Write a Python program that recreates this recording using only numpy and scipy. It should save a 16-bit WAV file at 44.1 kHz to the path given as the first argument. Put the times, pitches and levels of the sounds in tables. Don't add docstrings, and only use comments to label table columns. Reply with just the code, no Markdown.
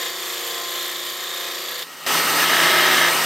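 import sys
import numpy as np
from scipy import signal
from scipy.fft import rfft, irfft, next_fast_len
from scipy.io import wavfile
from scipy.ndimage import uniform_filter1d, map_coordinates

SR = 44100
rng = np.random.default_rng(int(sys.argv[2]) if len(sys.argv) > 2 else 0)


def transcribe(signal):
    frames = np.atleast_2d(signal).T
    limited = np.clip(frames, -1, 1)
    pcm = np.round(limited * 32767).astype(np.int16)
    wavfile.write(sys.argv[1], SR, pcm)


N = 143325
T = np.arange(N) / SR


def amp(db):
    return 10 ** (np.asarray(db) / 20)


def unit(x):
    return x / np.sqrt(np.mean(x ** 2) + 1e-20)


def along(points, hz):
    f, v = np.transpose(points)
    return np.interp(np.log(hz + 1), np.log(f + 1), v)


def curves(rows):
    s, *cols = np.transpose(rows)
    return [np.interp(T, s, c) for c in cols]


def wobble(rate):
    knots = rng.standard_normal(int(N * rate / SR) + 4)
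    return map_coordinates(knots, [T * rate])


def filtered(x, response):
    m = next_fast_len(N + SR // 2, True)
    return irfft(rfft(x, m) * response(np.fft.rfftfreq(m, 1 / SR)), m)[..., :N]


def body(x, base, peaks=()):
    def response(f):
        power = amp(along(base, f)) ** 2
        for centre, width, db in peaks:
            power = power + (amp(db) * f * width) ** 2 / ((centre ** 2 - f * f) ** 2 + (f * width) ** 2)
        cepstrum = irfft(np.log(power + 1e-12) / 2)
        fold = np.r_[1, 2 * np.ones(len(f) - 2), 1, np.zeros(len(f) - 2)]
        return np.exp(rfft(cepstrum * fold))
    return unit(filtered(x, response))


def tones(rows, waver_db, rate):
    total = 0
    for hz, db in rows:
        gain = np.sqrt(2) * amp(db + waver_db * wobble(rate))
        phase = 2 * np.pi * (hz * T + rng.random()) + 0.44 * wobble(rate)
        total = total + gain * np.sin(phase)
    return total


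CUT_TURNS_HZ = 28.908
LIFT_S, LIFT_FALL_DB_PER_S = 1.828, 700
# (time [s], thrum [dB], low thrum near 500 Hz [dB],
# blade ring [dB], upper ring [dB], shaving hiss [dB])
CUT_LEVELS = [(0, -37, -38.5, -29.5, -41, -32), (.08, -37.5, -40, -31, -44, -32.5),
              (.13, -38, -45, -36.5, -43, -36), (.3, -39, -44, -35, -48, -32.5),
              (.47, -36.5, -36.5, -34.5, -46, -32), (.61, -37.5, -42, -35.5, -47, -36),
              (.79, -37.5, -40.5, -31.5, -48, -32.5), (.92, -40, -42.5, -34, -46, -34),
              (1.2, -38.5, -43.5, -35.5, -48, -36), (1.5, -36.5, -41, -32, -44, -35.5),
              (1.66, -39, -44, -34.5, -42.5, -37.5), (1.8, -39.5, -40.5, -33.5, -42, -37.5)]


def cut():
    thrum_db, low_db, ring_db, upper_db, hiss_db = curves(CUT_LEVELS)
    lift = amp(-LIFT_FALL_DB_PER_S * np.clip(T - LIFT_S, 0, .2))
    thrum = spindle_thrum(thrum_db, low_db)
    noise = ringing_blade(ring_db, upper_db) + shavings(hiss_db)
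    flutter = amp(0.6 * wobble(14.77))
    return lift * thrum, lift * flutter * noise


THRUM_DB, THRUM_LOW_DB = 2, 1.5
# (multiple of the spindle speed, level [dB])
THRUM = [(12, -3), (13, -5), (14, -14), (21, -15), (22, -12), (24, -6), (26, -10), (28, -15), (32, -14),
         (36, 0), (37, -10), (38, -13), (39, -10), (40, -8), (42, -9), (43, -13)]
# (multiple of the spindle speed, level [dB], level as the cut runs out [dB])
THRUM_LOW = [(16, 0, -6), (17, -2, 4), (18, 0, -3), (19, -5, 0), (20, -10, -9)]
# (time [s], time [s])
RUN_OUT_S = (1.55, 1.72)


def spindle_thrum(level_db, low_db):
    def orders(rows):
        return unit(tones([(k * CUT_TURNS_HZ, db) for k, db in rows], waver_db=2.5, rate=6.76))
    low_rows = [(k, np.interp(T, RUN_OUT_S, db)) for k, *db in THRUM_LOW]
    high = amp(level_db + THRUM_DB) * orders(THRUM)
    return high + amp(low_db + THRUM_LOW_DB) * orders(low_rows)


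BLADE_KEEP = 0.68
BLADE_JOINT_DB, BLADE_DB, RING_DB, UPPER_DB = 3, 1, 0.6, 4.5
# (frequency [Hz], width [Hz], level [dB])
BLADE = [(1655, 140, -2.5), (1880, 360, -2.5), (2510, 90, -9), (3104, 53, 4.5), (3840, 24, -20)]
# (frequency [Hz], level [dB])
BLADE_BASE = [(150, -55), (300, -19), (1000, -13.5), (1500, -14.5), (2200, -10.5), (2800, -10),
              (4200, -11.5), (5200, -27), (7000, -25), (10000, -52)]
# (start frequency [Hz], end frequency [Hz], width [Hz], level [dB])
RING = [(3300, 3390, 120, 0), (3615, 3700, 100, 0)]
# (frequency [Hz], width [Hz], level [dB])
UPPER = [(4580, 90, 0), (4430, 60, 4)]


def ringing_blade(ring_db, upper_db):
    joint_ring_db = np.transpose(JOINTS)[0]
    rough = surface(CUT_TURNS_HZ, BLADE_KEEP) * cut_joints(BLADE_JOINT_DB, joint_ring_db)
    across = np.pi / 2 * np.clip(T / LIFT_S, 0, 1)

    def drift(start, end):
        silent = [(4000, -120)]
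        return np.cos(across) * body(rough, silent, start) + np.sin(across) * body(rough, silent, end)

    start_modes = [(a, w, db) for a, b, w, db in RING]
    end_modes = [(b, w, db) for a, b, w, db in RING]
    singing = amp(RING_DB) * drift(start_modes, end_modes)
    blade = amp(BLADE_DB) * body(rough, BLADE_BASE, BLADE)
    upper = drift(UPPER[:1], UPPER)
    return amp(ring_db) * (blade + singing) + amp(upper_db + UPPER_DB) * upper


SCRAPE_JOINT_DB, FIZZ_JOINT_DB, FIZZ_SPIKE_DB = 4, 7, 1.5
SCRAPE_DB, FIZZ_DB = 3, 1
# (frequency [Hz], level [dB])
SCRAPE = [(150, -65), (400, -12.5), (1200, -8), (2500, -7.5), (3500, -4), (5000, -11.5), (7300, -5.5),
          (9300, -10), (10500, -20)]
# (frequency [Hz], width [Hz], level [dB])
SCRAPE_PEAKS = [(5460, 97, -8), (6900, 86, -9.5), (7250, 120, -8), (9350, 360, -11)]
# (frequency [Hz], level [dB])
FIZZ = [(7000, -51), (10500, 1), (11300, -6), (12000, -1), (13100, -5), (14300, -20), (15900, -32)]
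# (frequency [Hz], width [Hz], level [dB])
FIZZ_PEAKS = [(12300, 210, -2.5), (14100, 300, -12)]


def shavings(hiss_db):
    ring, hiss = np.transpose(JOINTS)
    scrape_noise = rng.standard_normal(N) * cut_joints(SCRAPE_JOINT_DB, (ring + hiss) / 2)
    scrape = body(scrape_noise, SCRAPE, SCRAPE_PEAKS)
    spikes = amp(FIZZ_SPIKE_DB * wobble(350))
    fizz_noise = rng.standard_normal(N) * cut_joints(FIZZ_JOINT_DB, hiss) * spikes
    fizz = body(fizz_noise, FIZZ, FIZZ_PEAKS)
    return amp(hiss_db) * (amp(SCRAPE_DB) * scrape + amp(FIZZ_DB) * fizz)


GRAIN_DB = 0


def surface(turns_hz, keep):
    turns, size = T * turns_hz, round(SR / turns_hz)
    fresh = rng.standard_normal((int(turns[-1]) + 40, size))
    passing = signal.lfilter([1], [1, -keep], fresh, axis=0)[30:]
    figure = irfft(np.exp(2j * np.pi * rng.random(size // 2 + 1)), size)
    rows = unit(passing) + amp(GRAIN_DB) * unit(figure)
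    return unit(rows[turns.astype(int), (turns % 1 * size).astype(int)])


JOINT_AT = 0.44
# (time [s], factor on their dB)
JOINT_DEPTH = [(0, .8), (.7, 1.15), (1.8, 1.3)]


def cut_joints(rise_db, each_db):
    return joints(CUT_TURNS_HZ, JOINT_AT, rise_db, each_db, curves(JOINT_DEPTH)[0])


SEGMENTS, JOINT_WIDTH = 12, 0.13
# (blade ring [dB], hiss [dB])
JOINTS = [(2, 4), (-2, -1.5), (1.5, -1), (-2, -3), (2.5, 2.5), (.5, 2.5), (-1, 7), (-3, -1.5), (6, -2),
          (4.5, 2.5), (1.5, 5), (0, 4.5)]


def joints(turns_hz, at, rise_db, each_db, depth=1):
    place = T * turns_hz * SEGMENTS - at + .5
    bump = np.exp(-((place % 1 - .5) / JOINT_WIDTH) ** 2 / 2)
    joint_db = np.asarray(each_db)[place.astype(int) % SEGMENTS]
    return amp(depth * bump * (rise_db + joint_db))


RIDE_TURNS_HZ = 29.08
SHAFT_KEEP, SHAFT_JOINT_DB, SHAFT_FRESH_DB, SHAFT_AT = 0.51, -1.5, 0, 0.2
# (time [s], level [dB])
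RIDE = [(2.33, -71), (2.42, -42.5), (2.5, -41), (2.6, -37.5), (2.7, -37.5), (2.76, -37), (2.85, -37),
        (2.95, -38.5), (3.06, -35.5), (3.085, -38), (3.12, -51)]
# (frequency [Hz], width [Hz], level [dB])
SHAFT = [(676, 88, -6), (1270, 150, -3), (1690, 150, -0.5), (1890, 150, -0.5), (2150, 120, -3.5),
         (3180, 280, -6.5), (3470, 50, -3.5), (3810, 150, -9)]
# (frequency [Hz], level [dB])
SHAFT_BASE = [(120, -60), (400, -18), (1000, -10.5), (1800, -20), (2600, -11), (4000, -19), (5500, -14),
              (7000, -64)]
# (multiple of the spindle speed, level relative to the buzz [dB])
RIDE_TONES = [(12, -17.5), (13, -23), (21, -23), (22, -21), (24, -17), (26, -19), (28, -22), (32, -23),
              (58, -17), (60, -15), (69, -17), (72, -15)]


def ride():
    level_db, = curves(RIDE)
    rough = surface(RIDE_TURNS_HZ, SHAFT_KEEP) + amp(SHAFT_FRESH_DB) * rng.standard_normal(N)
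    knocks = joints(RIDE_TURNS_HZ, SHAFT_AT, SHAFT_JOINT_DB, np.transpose(JOINTS)[0])
    buzz = body(rough * knocks, SHAFT_BASE, SHAFT)
    hum = tones([(k * RIDE_TURNS_HZ, db) for k, db in RIDE_TONES], waver_db=3, rate=14)
    touching = (T > RIDE[0][0]) * (T < RIDE[-1][0])
    return amp(level_db + 0.6 * wobble(18)) * (buzz + hum) * touching


DRONE_DB, DRONE_PATCHY_DB = -37, 1
# (frequency [Hz], level [dB])
HUM = [(54, -80), (166.9, -61), (376.8, -62), (1217, -55), (1297, -50), (1900, -53.5)]
# (frequency [Hz], level [dB])
DRONE = [(25, -66), (127, -16), (200, -21), (372, -5), (1040, -2), (1420, -4), (1940, -3), (3370, -7),
         (7000, -12), (10400, -7), (13900, -16.5), (15900, -33)]
# (frequency [Hz], width [Hz], level [dB])
DRONE_PEAKS = [(274.5, 51.5, -3.5), (1250, 190, -3), (1870, 54, 2.5), (2370, 32, -19), (2890, 260, -2),
               (3700, 34, -0.5), (3920, 36, -8), (4230, 80, -5.5), (4780, 560, -8.5), (6070, 200, -7.5),
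               (6730, 66, -10.5), (8060, 120, -7.5), (11200, 270, -22), (13100, 700, -12), (14400, 400, -8)]


def machines():
    z = signal.stft(rng.standard_normal(N), nperseg=512)[2]
    patches = uniform_filter1d(rng.standard_normal(z.shape), 6, 0)
    patches = unit(uniform_filter1d(patches, 8, 1))
    rush = signal.istft(z * amp(DRONE_PATCHY_DB * patches), nperseg=512)[1][:N]
    suction = amp(DRONE_DB + 0.81 * wobble(17)) * body(rush, DRONE, DRONE_PEAKS)
    return suction + tones(HUM, waver_db=1.5, rate=25)


ROOM_T60_S, ROOM_DB = 0.077, -7.5


def room(x):
    tail = rng.standard_normal(SR // 4) * amp(-60 * T[:SR // 4] / ROOM_T60_S)
    return signal.fftconvolve(x, tail / np.linalg.norm(tail))[:N]


SCATTER_DB = 2.5


def scattered(x, width):
    z = signal.stft(x, nperseg=256)[2]
    shuffled = z * np.exp(2j * np.pi * rng.random(z.shape))
    side = signal.istft(shuffled, nperseg=256)[1][:N]
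    return filtered(side, lambda hz: amp(along(width, hz) + SCATTER_DB))


# (frequency [Hz], side over mid [dB])
CUT_SIDE = [(110, -50), (200, -41), (380, -21.5), (700, -17), (1290, -34), (2380, -43.5), (4400, -9),
            (8120, -10.5), (15000, -6.5)]
# (frequency [Hz], side over mid [dB])
DRONE_SIDE = [(110, -45), (200, -25), (380, -22), (700, -22), (1290, -30.5), (2380, -43), (4400, -15),
              (8120, -8.5), (15000, -4)]


def scene():
    thrum, noise = cut()
    buzz = ride()
    first = thrum + noise + amp(ROOM_DB) * room(noise)
    rest = buzz + amp(ROOM_DB) * room(buzz) + machines()
    side = scattered(first, CUT_SIDE) + scattered(rest, DRONE_SIDE)
    return np.array([first + rest + side, first + rest - side])


TOP_HZ = 15800
# (frequency [Hz], width [Hz], depth [0-1])
NOTCHES = [(10350, 1300, 1), (7050, 90, .8), (7770, 70, .7)]
# (time [s], gain [dB])
LEVEL_RIDE = [(0, -1.5), (1, -2.5), (1.8, -2.5), (1.85, -2.5), (2.02, 1.5), (2.0635, 3.5), (2.0645, 15.5),
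              (2.15, 18.5), (3.25, 18)]


def record(dry):
    def notch(f):
        return np.prod([1 - depth / (1 + (2 * (f - c) / w) ** 2) for c, w, depth in NOTCHES], axis=0)
    levelled = filtered(dry, notch) * amp(curves(LEVEL_RIDE)[0])
    return filtered(levelled, lambda hz: hz < TOP_HZ)


dry = scene()
out = record(dry)
transcribe(out)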